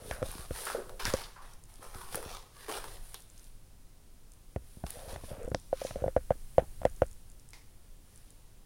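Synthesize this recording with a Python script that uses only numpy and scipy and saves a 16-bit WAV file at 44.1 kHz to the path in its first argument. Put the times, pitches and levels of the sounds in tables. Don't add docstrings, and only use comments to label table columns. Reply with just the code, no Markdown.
import sys
import numpy as np
from scipy import signal
from scipy.fft import rfft, irfft
from scipy.io import wavfile

SR = 44100
rng = np.random.default_rng(int(sys.argv[2]) if len(sys.argv) > 2 else 0)


def dump_mix(stems):
    frames = np.atleast_2d(stems).T
    limited = np.clip(frames, -1, 1)
    pcm = np.round(limited * 32767).astype(np.int16)
    wavfile.write(sys.argv[1], SR, pcm)


N = 381465
TIME = np.arange(N) / SR


def undb(db):
    return 10 ** (np.asarray(db) / 20)


def unit(x):
    return x / np.sqrt(np.mean(x ** 2))


def unit_peak(x):
    return x / np.abs(signal.hilbert(x, 2 * len(x))).max()


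def response(points, size=4096):
    hz, db = np.transpose(points)
    f = np.maximum(np.fft.rfftfreq(size, 1 / SR), 1)
    spectrum_db = np.interp(np.log(f), np.log(hz), db)
    cepstrum = irfft(np.log(undb(spectrum_db)))
    cepstrum[1:size // 2] *= 2
    cepstrum[size // 2 + 1:] = 0
    return irfft(np.exp(rfft(cepstrum)))


def through(x, ring):
    return signal.fftconvolve(x, ring)[:N]


def resonate(x, hz, q):
    peak = signal.iirpeak(hz, q, fs=SR)
    once = signal.lfilter(*peak, x)
    return unit(signal.lfilter(*peak, once))


def walk(rate):
    knots = rng.standard_normal(int(N / SR * rate) + 2)
    return unit(np.interp(TIME * rate, np.arange(len(knots)), knots))


def glide(x, speed):
    return np.interp(np.cumsum(speed), np.arange(len(x)), x)


def grains(rate, spread_db):
    size = undb(spread_db * np.minimum(rng.exponential(size=N), 5))
    happens = rng.random(N) < rate / SR
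    return unit(happens * size * rng.standard_normal(N))


def fade(t60, size=4096):
    return np.exp(-np.log(1000) * TIME[:size] / t60)


def burst(points, t60, crumble, size=4096):
    push = crumble * rng.standard_normal(size) * fade(t60, size=size)
    push[0] = 1
    return unit_peak(signal.fftconvolve(push, response(points))[:size])


def add(track, s, sound):
    i = max(int(s * SR), 0)
    track[i:i + len(sound)] += sound[:N - i]


def gesture(start, rise, hold, sag_db_per_s, release_db_per_s):
    age = TIME - start
    swell = np.clip(age / rise, 0, 1)
    sag_db = sag_db_per_s * np.clip(age - rise, 0, hold)
    release_db = release_db_per_s * np.maximum(age - rise - hold, 0)
    return swell * undb(-sag_db - release_db)


CATCHES_PER_S, CATCH_T60_S, CATCH_DEPTH = 95, .016, .82


def catching():
    jerks = np.zeros(N)
    gaps, sizes = rng.gamma(2, 1 / 2, (int(2 * CATCHES_PER_S * N / SR), 2)).T
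    at = (np.cumsum(gaps) / CATCHES_PER_S * SR).astype(int)
    jerks[at[at < N]] = np.minimum(sizes[at < N], 2.5)
    falls = through(jerks, fade(CATCH_T60_S))
    return unit(1 - CATCH_DEPTH / 2 + CATCH_DEPTH * falls)


def cell_ring(slips, t60, rate, count=14):
    rings = rng.standard_normal((count, len(fade(t60)))) * fade(t60)
    weights = np.array([walk(rate) for _ in rings])
    weights /= np.linalg.norm(weights, axis=0)
    return sum(w * through(slips, ring) for w, ring in zip(weights, rings))


# start, rise and hold in seconds, then levels in dB
STROKES = [(-.03, 0.14, .03, -57, -55, -49.5), (0.222, 0.034, 0.18, -52, -53.5, -49.5),
           (0.485, 0.091, 0.1, -48.5, -47.5, -43), (0.643, .02, 0.078, -52, -50, -47),
           (0.993, 0.003, 0.11, -43, -47, -53), (1.047, 0.006, 0.026, -38.5, -40, -44),
           (1.127, 0.021, 0.067, -47, -48.5, -52), (1.413, 0.015, 0.097, -57, -61.5, -68),
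           (1.666, 0.031, 0.14, -66.5, -67, -63.5), (1.806, 0.02, 0.069, -52, -59, -58),
           (1.894, 0.074, 0.18, -52.5, -59.5, -53), (2.087, 0.061, 0.011, -47.5, -49, -46),
           (2.191, 0.1, 0.07, -48, -49.5, -72), (2.508, 0.096, 0.17, -55, -57, -57.5),
           (2.686, 0.0036, 0.081, -41, -47, -48.5), (2.828, 0.012, 0.11, -56, -57.5, -54.5),
           (3.004, 0.046, 0.14, -67.5, -68, -55.5), (3.247, 0.14, 0.084, -80, -69, -62.5),
           (4.58, 0.14, 0.17, -74, -73, -62.5), (4.844, 0.029, 0.2, -62, -58, -52),
           (5.052, 0.059, 0.0034, -48.5, -52, -54), (5.18, 0.073, 0.051, -61, -59.5, -55),
           (5.704, 0.15, 0.028, -52.5, -51, -52.5), (7.98, 0.16, 0.25, -75.5, -71, -67)]
# frequency in Hz, relative level in dB per Hz.
BOARD = [(335, -24), (382, 3.5), (420, -6), (480, -3), (630, -7), (820, -.5), (1150, -.5), (1650, -5),
         (2100, -12), (4200, -22)]
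RASP = [(1000, -7), (2000, -2.5), (3700, 2), (5700, -1), (7500, -12), (11000, -32)]
FIBRES = [(5000, -7.5), (7800, -8), (9500, -2.5), (12500, -5), (15500, -11)]
STROKE_SAG_DB_PER_S, STROKE_RELEASE_DB_PER_S = 21, 201


def scraping(board_db=-1, rasp_db=-2.0, hiss_db=-5):
    power = np.zeros((3, N))
    for start, rise, hold, *levels in STROKES:
        force = gesture(start, rise, hold, STROKE_SAG_DB_PER_S, STROKE_RELEASE_DB_PER_S)
        power += (undb(levels)[:, None] * force) ** 2
    board, rasp, hiss = np.sqrt(power)
    catches = catching()
    slips = grains(rate=9000, spread_db=2.0)
    fibres = grains(rate=23000, spread_db=3.0) * undb(0.5 * walk(90))
    cells = cell_ring(slips, t60=.02, rate=14)
    hollow_sound = unit(through(cells * catches, response(BOARD)))
    rasp_sound = unit(through(slips * catches, response(RASP)))
    hiss_sound = unit(through(fibres, response(FIBRES)))
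    return (undb(board_db) * board * hollow_sound
            + undb(rasp_db) * rasp * rasp_sound
            + undb(hiss_db) * hiss * hiss_sound)


# frequency in Hz, relative level in dB,
# time to fall 60 dB in seconds; all as they are before detuning, damping and the upper-mode change.
CASE = [(522.3, 5, 0.04), (670, 7, 0.014), (866, -1, 0.0016), (1437, -26.5, 0.05)]


def case_ring(detune, damping, upper_db):
    ring = 0
    for k, (hz, db, t60) in enumerate(CASE):
        decay = fade(t60 / damping)
        level = (-1) ** k * undb(db + upper_db * (k > 0))
        ring = ring + level * decay * np.sin(2 * np.pi * hz * detune * TIME[:len(decay)])
    return unit_peak(ring)


# start, rise and hold in seconds,
# level in dB before the part trims.
RUBS = [(-.03, 0.022, 0.27, -50.5), (4.925, 0.039, 0.2, -49.5), (5.265, 0.06, 0.13, -47),
        (5.943, 0.033, 0.04, -48.5), (6.584, 0.0072, 0.011, -41)]
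# time in seconds, level in dB.
SWAY = [(0, -60.5), (.12, -46.5), (.5, -44.5), (.62, -58), (.86, -46.5), (1.15, -41), (1.3, -55),
        (1.8, -51.5), (2.2, -45), (2.6, -57), (2.9, -42.5), (3.15, -51.5), (4.0, -56), (5.0, -48.5),
        (6.2, -44.5), (7.0, -43.5), (7.25, -50), (8.65, -55)]
# frequency in Hz, relative dB per Hz.
CLICK = [(500, -19), (1300, 4), (2000, -4), (3100, -8.5), (4200, -19.5), (6000, -19.5), (16000, -48.5)]
THUMP = [(20, -28), (55, 9.5), (140, 2), (500, -9), (1200, -33), (4000, -119)]
RUMBLE = [(10, -6), (28, 0.5), (45, -23), (80, -18.5), (300, -42.5), (1000, -50.5)]
RUB_WANDER, RUB_WANDER_PER_S = .07, 12
RUB_RELEASE_DB_PER_S = 400


def rubs_and_sway(rub_db=-1, stutter_db=-5, grit_db=-13):
    slips = grains(rate=2200, spread_db=1.5)
    case = unit(through(slips, case_ring(1, 1.5, 0)))
    grit = unit(through(slips, response(CLICK)))
    case = glide(case, 1 + RUB_WANDER * walk(RUB_WANDER_PER_S))
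    stutter = unit(through(grains(rate=95.0, spread_db=1.5), response(THUMP)))
    strength = sum(undb(db) * gesture(start, rise, hold, 0, RUB_RELEASE_DB_PER_S)
                   for start, rise, hold, db in RUBS)
    rub = strength * (undb(rub_db) * case + undb(grit_db) * grit + undb(stutter_db) * stutter)
    rumble = unit(through(rng.standard_normal(N), response(RUMBLE)))
    sway = undb(np.interp(TIME, *np.transpose(SWAY))) * rumble
    return rub + sway


# frequency in Hz, relative level in dB per Hz.
ROOM_TONE = [(20, 2), (100, -5.5), (170, -12), (600, -22.5), (2000, -31), (6000, -31.5), (10000, -38),
             (15500, -35)]
ROOM_TONE_DB = -58.5


def room_tone():
    return undb(ROOM_TONE_DB) * unit(through(rng.standard_normal(N), response(ROOM_TONE)))


def dull_thump():
    return burst(THUMP, t60=0.071, crumble=0.041)


# start in seconds, case ring in dB, thump and click in dB
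# (before their trims), change of the upper case modes in dB.
KNOCKS = [(0.111, -28, -34, -22, 9.5), (0.219, -28.5, -33, -53, -2), (0.227, -23.5, -30.5, -26, -4.5),
          (0.508, -32.5, -27.5, -35, -1.5), (0.748, -25.5, -53, -47, -5.5), (1.139, -19, -23, -49, -12),
          (4.561, -29.5, -26, -34, 6), (4.839, -26.5, -27, -46, 26), (5.1605, -30, -39, -34, 20),
          (5.237, -39.5, -37, -55, 12), (5.314, -41, -36, -51, -5), (5.477, -31, -29, -65, -1),
          (5.5161, -34.5, -26.5, -37.5, 5), (5.546, -21.5, -25, -21, 5.5), (5.7285, -16, -37, -60, 0),
          (5.816, -26, -45, -44, -1), (5.849, -25, -36.5, -55, -2), (5.909, -32, -37, -35, 14),
          (5.9578, -26, -35, -42, -4), (6.021, -31.5, -31, -45, -5), (6.0403, -17.5, -36, -66, -1),
          (6.0613, -27.5, -27.5, -51, 3), (6.0798, -20.5, -34, -37.5, -1.5), (6.164, -12, -24.5, -28, 0.5),
          (6.3059, -12.5, -24, -32.5, 2.5), (6.5812, -7, -22, -25, 1.5), (6.817, -31.5, -41, -41, 12),
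          (6.832, -36, -43, -39, 8), (6.8519, -11, -23, -22, 1.5), (7.0193, -11.5, -23, -20.5, -1)]
HARD_KNOCK_DB = -14.5
REBOUND_S, REBOUND_RING_DB, REBOUND_CONTACT_DB = .0122, -15.5, -33.5
CLACK_HZ, CLACK_Q, CLACK_T60_S, CLACK_DB = 1700, 2.4, .016, -29


def knocks(thump_db=2, click_db=-1, creak_db=-40, creak_hz=1450, creak_q=1.58, creak_t60=0.14, size=4096):
    out, settling = np.zeros(N), np.zeros(N)
    variations = rng.standard_normal((len(KNOCKS), 2))
    for (s, ring, thump, click, upper), (tune, grip) in zip(KNOCKS, variations):
        ringing = undb(ring) * case_ring(1 + 0.013 * tune, np.exp(0.06 * grip), upper)
        contact = -undb(thump + thump_db) * dull_thump()
        add(out, s, ringing + contact)
        add(out, s + 0.00074, -undb(click + click_db) * burst(CLICK, t60=0.0088, crumble=0.24))
        if ring > HARD_KNOCK_DB:
            noise = rng.standard_normal(size) * fade(CLACK_T60_S, size=size)
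            clack = undb(ring + CLACK_DB) * unit_peak(resonate(noise, CLACK_HZ, CLACK_Q))
            second_touch = undb(REBOUND_RING_DB) * ringing + undb(REBOUND_CONTACT_DB) * contact
            add(out, s + REBOUND_S, second_touch + clack)
        add(settling, s, undb(ring + creak_db) * fade(creak_t60))
    slips = grains(rate=900, spread_db=.5)
    return out + settling * resonate(slips, creak_hz, creak_q)


# start in seconds, low knock and bright crack in dB before their trims.
SNAPS = [(0.1115, -50, -36), (0.6702, -23.5, -34), (0.7013, -21, -46), (0.8949, -31.5, -41),
         (1.001, -24.5, -48), (1.0535, -18, -15), (1.0695, -27, -27), (1.1377, -21, -21),
         (2.1459, -20, -34), (2.2281, -26.5, -60), (2.6835, -27, -41), (2.695, -24, -48), (2.776, -26, -40),
         (2.8421, -26, -39), (3.144, -31, -33.5), (4.866, -32, -34), (5.5472, -60, -22.5)]
# start in seconds, peak level in dB.
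PLUCKS = [(0.316, -31), (0.6535, -25.5), (2.1559, -20), (3.1438, -28.5), (4.9052, -24)]
# frequency in Hz, relative level in dB per Hz.
CRACK = [(300, -30), (1000, 15), (2100, 9), (3100, 10.5), (5500, 14), (8000, 7.5), (12000, -15),
         (16000, -49)]


def snaps_and_plucks(knock_db=-1, crack_db=1, pluck_t60=0.0085):
    out = np.zeros(N)
    for s, knock, crack in SNAPS:
        add(out, s, undb(knock + knock_db) * burst(BOARD, t60=0.067, crumble=0.069))
        add(out, s, undb(crack + crack_db) * burst(CRACK, t60=.005, crumble=.4))
    for s, db in PLUCKS:
        snick = np.diff(burst(FIBRES, t60=pluck_t60, crumble=0.3))
        add(out, s, undb(db) * unit_peak(snick))
    return out


# start in seconds,
# level in dB, time to fall 60 dB in seconds, resonance in Hz at the start.
RESONANT_BURSTS = [(0.115, -43, 0.24, 1480), (0.667, -36.5, 0.37, 1350), (0.667, -45.5, 0.8, 514),
                   (.747, -35.5, 0.24, 493), (.776, -35, 0.17, 438), (0.776, -52.5, 0.16, 217),
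                   (0.894, -46, 0.24, 530), (1.058, -34.5, 0.16, 1790), (1.238, -43, 0.083, 3860),
                   (1.361, -47, 0.38, 1100), (1.822, -54, 0.31, 1200), (1.94, -50.5, 0.31, 1220),
                   (2.152, -40.5, 0.43, 503), (2.684, -38.5, 0.22, 408), (2.694, -33.5, 0.065, 870),
                   (2.735, -43, 0.17, 3100), (2.84, -49.5, 0.29, 400), (2.84, -49.5, 0.29, 940),
                   (3.144, -49.5, 0.14, 3740), (5.84, -49.5, 0.31, 6200)]
SINK_PER_S = .8


def resonant_bursts(q=2.04, size=16384):
    out = np.zeros(N)
    sinking = np.exp(-SINK_PER_S * TIME[:size])
    for s, db, t60, hz in RESONANT_BURSTS:
        slips = grains(rate=3000, spread_db=1.5)[:size]
        ring = glide(resonate(slips, hz, q), sinking)
        add(out, s, undb(db) * ring * fade(t60, size=size))
    return out


# start in seconds, peak level in dB.
SOFT_THUMPS = [(0.29, -38), (0.354, -37), (0.392, -36.5), (1.053, -31.5), (1.079, -29), (1.794, -46),
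               (1.955, -39.5), (2.147, -35), (2.261, -36), (4.771, -38.5), (6.354, -43), (6.6224, -33)]


def soft_thumps():
    out = np.zeros(N)
    for s, db in SOFT_THUMPS:
        add(out, s, undb(db) * dull_thump())
    return out


TICKS = [1.536, 1.638, 1.74, 3.204, 3.3, 3.378, 3.443, 4.319, 5.431, 5.485, 5.599, 6.898, 6.963, 7.065,
         7.113, 7.3, 7.397, 7.489, 8.159, 8.305]
TICK_PAIR_S = .017


def faint_ticks(tick_db=-46):
    out = np.zeros(N)
    treble = signal.butter(2, [5400, 9500], "band", fs=SR, output="sos")
    for s in TICKS:
        noise = rng.standard_normal(len(fade(1))) * fade(.008)
        tick = undb(tick_db) * unit_peak(signal.sosfilt(treble, noise))
        add(out, s, tick)
        add(out, s + TICK_PAIR_S, rng.random() * tick)
    return out


# frequency in Hz, relative level in dB per Hz.
FAR_RING = [(500, -10), (1000, -4), (1600, -12), (2130, 2), (2700, -10.5), (5200, -6), (11000, -22.5)]
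FAR_TAP_S, FAR_TAP_DB = 7.5335, -32


def far_tap(size=16384):
    out = np.zeros(N)
    add(out, FAR_TAP_S, undb(FAR_TAP_DB) * burst(FAR_RING, t60=.36, crumble=.05, size=size))
    return out


def room(x, t60=0.66, wet_db=-9, echo_s=0.0087, echo_db=-14, size=16384):
    tail = rng.standard_normal(size) * fade(t60, size=size) * (TIME[:size] > echo_s)
    tail *= undb(wet_db) / np.linalg.norm(tail)
    add(tail, echo_s, undb([echo_db]))
    return x + through(x, tail)


def scene():
    tone = room_tone()
    board = room(scraping() + resonant_bursts())
    snaps = room(snaps_and_plucks(), wet_db=-16.0, echo_db=-25)
    tap = far_tap()
    close = knocks() + soft_thumps() + rubs_and_sway()
    return (board + snaps + tap + close + faint_ticks() + tone)[None]


TOP_HZ = 15900


def record(dry, port_hz=9600, port_q=6, port_db=4):
    port = signal.lfilter(*signal.iirpeak(port_hz, port_q, fs=SR), dry)
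    top_cut = signal.ellip(8, .2, 70, TOP_HZ, fs=SR, output="sos")
    return signal.sosfilt(top_cut, dry + undb(port_db) * port)


dry = scene()
out = record(dry)
dump_mix(out)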